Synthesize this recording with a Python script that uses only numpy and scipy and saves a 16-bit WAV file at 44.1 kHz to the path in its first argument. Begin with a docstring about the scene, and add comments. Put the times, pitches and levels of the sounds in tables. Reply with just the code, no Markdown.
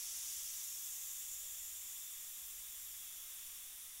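"""Gas hisses steadily from a tank into a growing balloon, over a faint low hum in a quiet room.
From the start, the jet makes the nozzle and the rubber neck ring, and the neck adds a bright rush.
A high fizz swells within the first second; a faint tone comes and goes around 1.5 s.
As the balloon fills, the rush climbs, narrows and fades, and the pattern that close echoes
leave in the hiss drifts slowly up in pitch. Near the end the fizz drops away while the jet goes on."""
import sys
import numpy as np
from scipy import signal
from scipy.fft import rfft, irfft
from scipy.io import wavfile

SR = 44100
rng = np.random.default_rng(int(sys.argv[2]) if len(sys.argv) > 2 else 0)


def file_out(sig):
    """Save sig as 16-bit WAV at sys.argv[1]."""
    # one column per channel
    cols = np.atleast_2d(sig).T
    # limit, then scale
    lim = np.clip(cols, -1, 1)
    pcm = np.round(lim * 32767).astype(np.int16)
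    wavfile.write(sys.argv[1], SR, pcm)


N = 176400

# tone colour of the gas jet (frequency [Hz], relative level [dB])
JET_SPECTRUM = [(180, -51), (300, -21.5), (492, -22), (543, -20.5), (663, -16.5), (953, -15.5), (1110, -13),
                (1540, -12.5), (2100, -8.5), (2880, -7), (3400, -2.5), (3750, -3.5), (4070, -12),
                (4720, -9.5), (5130, -8), (5660, -2), (7500, -3.5), (9450, -0.5), (11000, -3.5),
                (12900, -2.5), (15500, -4.5)]
# strength of the jet (time [s], level [dB])
JET_LEVEL = [(0, -50.5), (.45, -51), (.7, -52), (2, -52.5), (3.5, -52), (4, -53)]
# the rush in the balloon's neck fades (time [s], level [dB])
NECK_LEVEL = [(0, -49.5), (.32, -48.5), (.7, -50), (1.2, -51), (1.6, -52.5), (2.2, -56.5), (2.9, -59.5),
              (3.5, -63.5), (4, -73)]
# the rush climbs (time [s], centre [Hz])
NECK_CENTRE = [(0, 6540), (.5, 6740), (1.2, 7120), (2.2, 7240), (4, 7180)]
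# the rush narrows (time [s], half width [Hz])
NECK_HALF_WIDTH = [(0, 1100), (.5, 1040), (1.2, 563), (2.2, 423), (4, 278)]
# fizz at the top of the hiss (time [s], level [dB])
FIZZ_LEVEL = [(0, -72), (.35, -58), (.7, -53.5), (1.3, -54), (1.7, -56), (2.1, -56), (2.8, -56),
              (3.4, -59.5), (3.7, -60), (4, -75)]
# a thin, high hiss heard at first and again late (time [s], level [dB])
THIN_HISS_LEVEL = [(0, -55), (.3, -56), (.7, -60.5), (2, -68), (3.5, -70), (3.8, -60.5), (4, -60)]
# pitches at which nozzle and balloon ring (frequency [Hz], width [Hz], boost [dB])
RESONANCES = [(1690, 70, 3), (2080, 150, 1), (3430, 120, 3), (5480, 60, 4), (5680, 120, 2), (6030, 60, 2.5),
              (6715, 70, 3.5), (7200, 220, 1.5), (7465, 40, 3.5), (8250, 320, 3), (9450, 120, 2.5),
              (9820, 120, 3), (12350, 320, 2.5), (13200, 180, 4), (14630, 130, 4), (15710, 120, 5.5)]
# dips between those pitches (frequency [Hz], width [Hz], gain [dB])
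DIPS = [(4150, 180, -2), (5150, 120, -2), (6630, 50, -4), (7740, 120, -2), (8700, 400, -3),
        (12880, 260, -2), (14190, 110, -4), (15330, 220, -1.5)]
# a brief tone under the hiss (middle [s], half length [s], pitch [Hz], width [Hz], level [dB])
FAINT_TONE = (1.47, 0.22, 521.5, 15, -81.5)
# the room's rumble before its treble is softened (frequency [Hz], relative level [dB])
RUMBLE_SPECTRUM = [(5, 2), (12, 2.5), (22, -3.5), (40, -7), (70, -12), (100, -17), (150, -17.5),
                   (250, -19.5), (400, -25.5), (800, -30)]
# two low hums (pitch [Hz], list of (time [s], level [dB]))
HUMS = [(48.5, [(0, -89), (.4, -74), (.85, -83), (1.2, -83), (1.38, -72), (1.85, -82), (2.15, -98),
        (2.45, -75), (2.8, -72), (3.1, -91), (3.35, -90), (3.5, -77), (3.75, -78), (4, -93)]),
        (64.5, [(0, -85), (.35, -79), (.7, -86.5), (1.6, -76), (2.15, -89), (2.33, -79), (2.6, -86),
        (2.92, -77), (3.7, -91), (4, -83)])]

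CUT_HZ = 15780
FRAME, HOP = 2048, 512  # the hiss is shaped in short, overlapping frames [samples]
HZ = np.fft.rfftfreq(FRAME, 1 / SR)
FRAME_TIMES = np.arange(N // HOP + 3)[:, None] * HOP / SR


def hiss():
    """Four rushing noises add up, then take on the colour of the ringing and the echoes."""
    fizz = band(13600, half_width_hz=2230, steepness=8) * amp(curve(FIZZ_LEVEL))
    thin_hiss = band(10520, half_width_hz=550, steepness=4) * amp(curve(THIN_HISS_LEVEL))
    blend = np.sqrt(gas_jet() ** 2 + neck_rush() ** 2 + fizz ** 2 + thin_hiss ** 2)
    rise_per_s = 0.0018  # ringing and echo pattern climb by this share of their pitch
    sliding_hz = HZ / (1 + rise_per_s * (FRAME_TIMES - FRAME_TIMES.mean()))
    return changing_noise(blend * ringing(sliding_hz) * close_echoes(sliding_hz))


def gas_jet():
    """Spectrum of the jet: a broad hiss whose treble sinks as the pressure falls."""
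    treble_db_per_s, treble_from_hz = -0.73, 3200
    treble_share = HZ ** 4 / (HZ ** 4 + treble_from_hz ** 4)
    treble_db = treble_db_per_s * (FRAME_TIMES - FRAME_TIMES.max()) * treble_share
    return unit_power(colour(JET_SPECTRUM, HZ) * (HZ < CUT_HZ)) * amp(curve(JET_LEVEL) + treble_db)


def neck_rush():
    """Spectrum of gas rushing through the rubber neck: one bright, fading band."""
    return band(curve(NECK_CENTRE), curve(NECK_HALF_WIDTH), steepness=3.76) * amp(curve(NECK_LEVEL))


def ringing(hz):
    """Nozzle and balloon boost the pitches they ring at, with dips in between."""
    return amp(sum(db / (1 + (2 * (hz - centre) / width) ** 4) for centre, width, db in RESONANCES + DIPS))


def close_echoes(hz, count=48):
    """Short echoes boost some pitches and cancel others; their paths drift as the balloon swells."""
    echo_db, decay_s, drift_s_per_s = -5, .025, .00002
    delays = np.linspace(.003, .032, count) + rng.uniform(0, .0006, count)
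    drifts = drift_s_per_s * rng.standard_normal(count)
    gains = np.exp(-delays / decay_s) * rng.choice([-1, 1], count)
    gains *= amp(echo_db) / np.linalg.norm(gains)
    echoes = sum(gain * np.exp(-2j * np.pi * hz * (delay + drift * FRAME_TIMES))
                 for gain, delay, drift in zip(gains, delays, drifts))
    return unit_power(abs(1 + echoes))  # the 1 is the direct sound


def faint_tone():
    """A soft tone, made of a narrow band of noise, swells and dies away."""
    middle, half_length, pitch, width, db = FAINT_TONE
    swell = np.exp(-((np.arange(N) / SR - middle) / half_length) ** 2)
    spectrum = np.exp(-((np.fft.rfftfreq(N, 1 / SR) - pitch) / width) ** 2)
    return amp(db) * swell * steady_noise(spectrum)


def room():
    """A low rumble with two hums that waver in pitch and level."""
    rumble_db, soften_above_hz, wander_hz, wobble_share = -73, 900, 1.6, .35
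    hz, t = np.fft.rfftfreq(N, 1 / SR), np.arange(N) / SR
    sound = amp(rumble_db) * steady_noise(colour(RUMBLE_SPECTRUM, hz) / (1 + (hz / soften_above_hz) ** 2))
    for pitch, level in HUMS:
        cycles = np.cumsum(pitch + wander_hz * waver(rate_hz=3)) / SR
        gain = amp(np.interp(t, *np.transpose(level))) * (1 + wobble_share * waver(rate_hz=8))
        sound += gain * np.sin(2 * np.pi * cycles)
    return sound


def amp(db):
    """Turns decibels into a gain."""
    return 10 ** (np.asarray(db) / 20)


def curve(points):
    """Reads a (time, value) table at every frame."""
    return np.interp(FRAME_TIMES, *np.transpose(points))


def colour(points, hz):
    """Joins (frequency, level) points into a gain for each frequency."""
    point_hz, db = np.transpose(points)
    return amp(np.interp(np.log(hz + 1), np.log(point_hz + 1), db))


def unit_power(gain):
    """Scales a spectrum to an average power of one."""
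    return gain / np.sqrt(np.mean(gain ** 2, axis=-1, keepdims=True))


def band(centre_hz, half_width_hz, steepness):
    """A flat-topped band of frequencies."""
    return unit_power(1 / np.sqrt(1 + abs((HZ - centre_hz) / half_width_hz) ** steepness))


def changing_noise(gain):
    """Noise whose spectrum changes from frame to frame."""
    white = rng.standard_normal((len(FRAME_TIMES) - 1) * HOP)
    frames = signal.stft(white, nperseg=FRAME, noverlap=FRAME - HOP)[2]
    return signal.istft(frames * gain.T, nperseg=FRAME, noverlap=FRAME - HOP)[1][:N]


def steady_noise(gain):
    """Noise whose spectrum stays the same."""
    return irfft(rfft(rng.standard_normal(N)) * unit_power(gain), N)


def waver(rate_hz):
    """A slow, random wobble with a typical size of one."""
    return steady_noise(np.exp(-np.fft.rfftfreq(N, 1 / SR) / rate_hz))


def scene():
    """The slightly fluttering hiss, the room and the tone, alike in both channels."""
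    flutter_db = .2
    fluttering_hiss = hiss() * amp(flutter_db * waver(rate_hz=9))
    return np.tile(fluttering_hiss + room() + faint_tone(), (2, 1))


def record(dry):
    """A steep filter removes the very highest treble."""
    low_pass = signal.firwin(1501, CUT_HZ, window=("kaiser", 8), fs=SR)
    return signal.oaconvolve(dry, low_pass[None], "same")


dry = scene()
out = record(dry)
file_out(out)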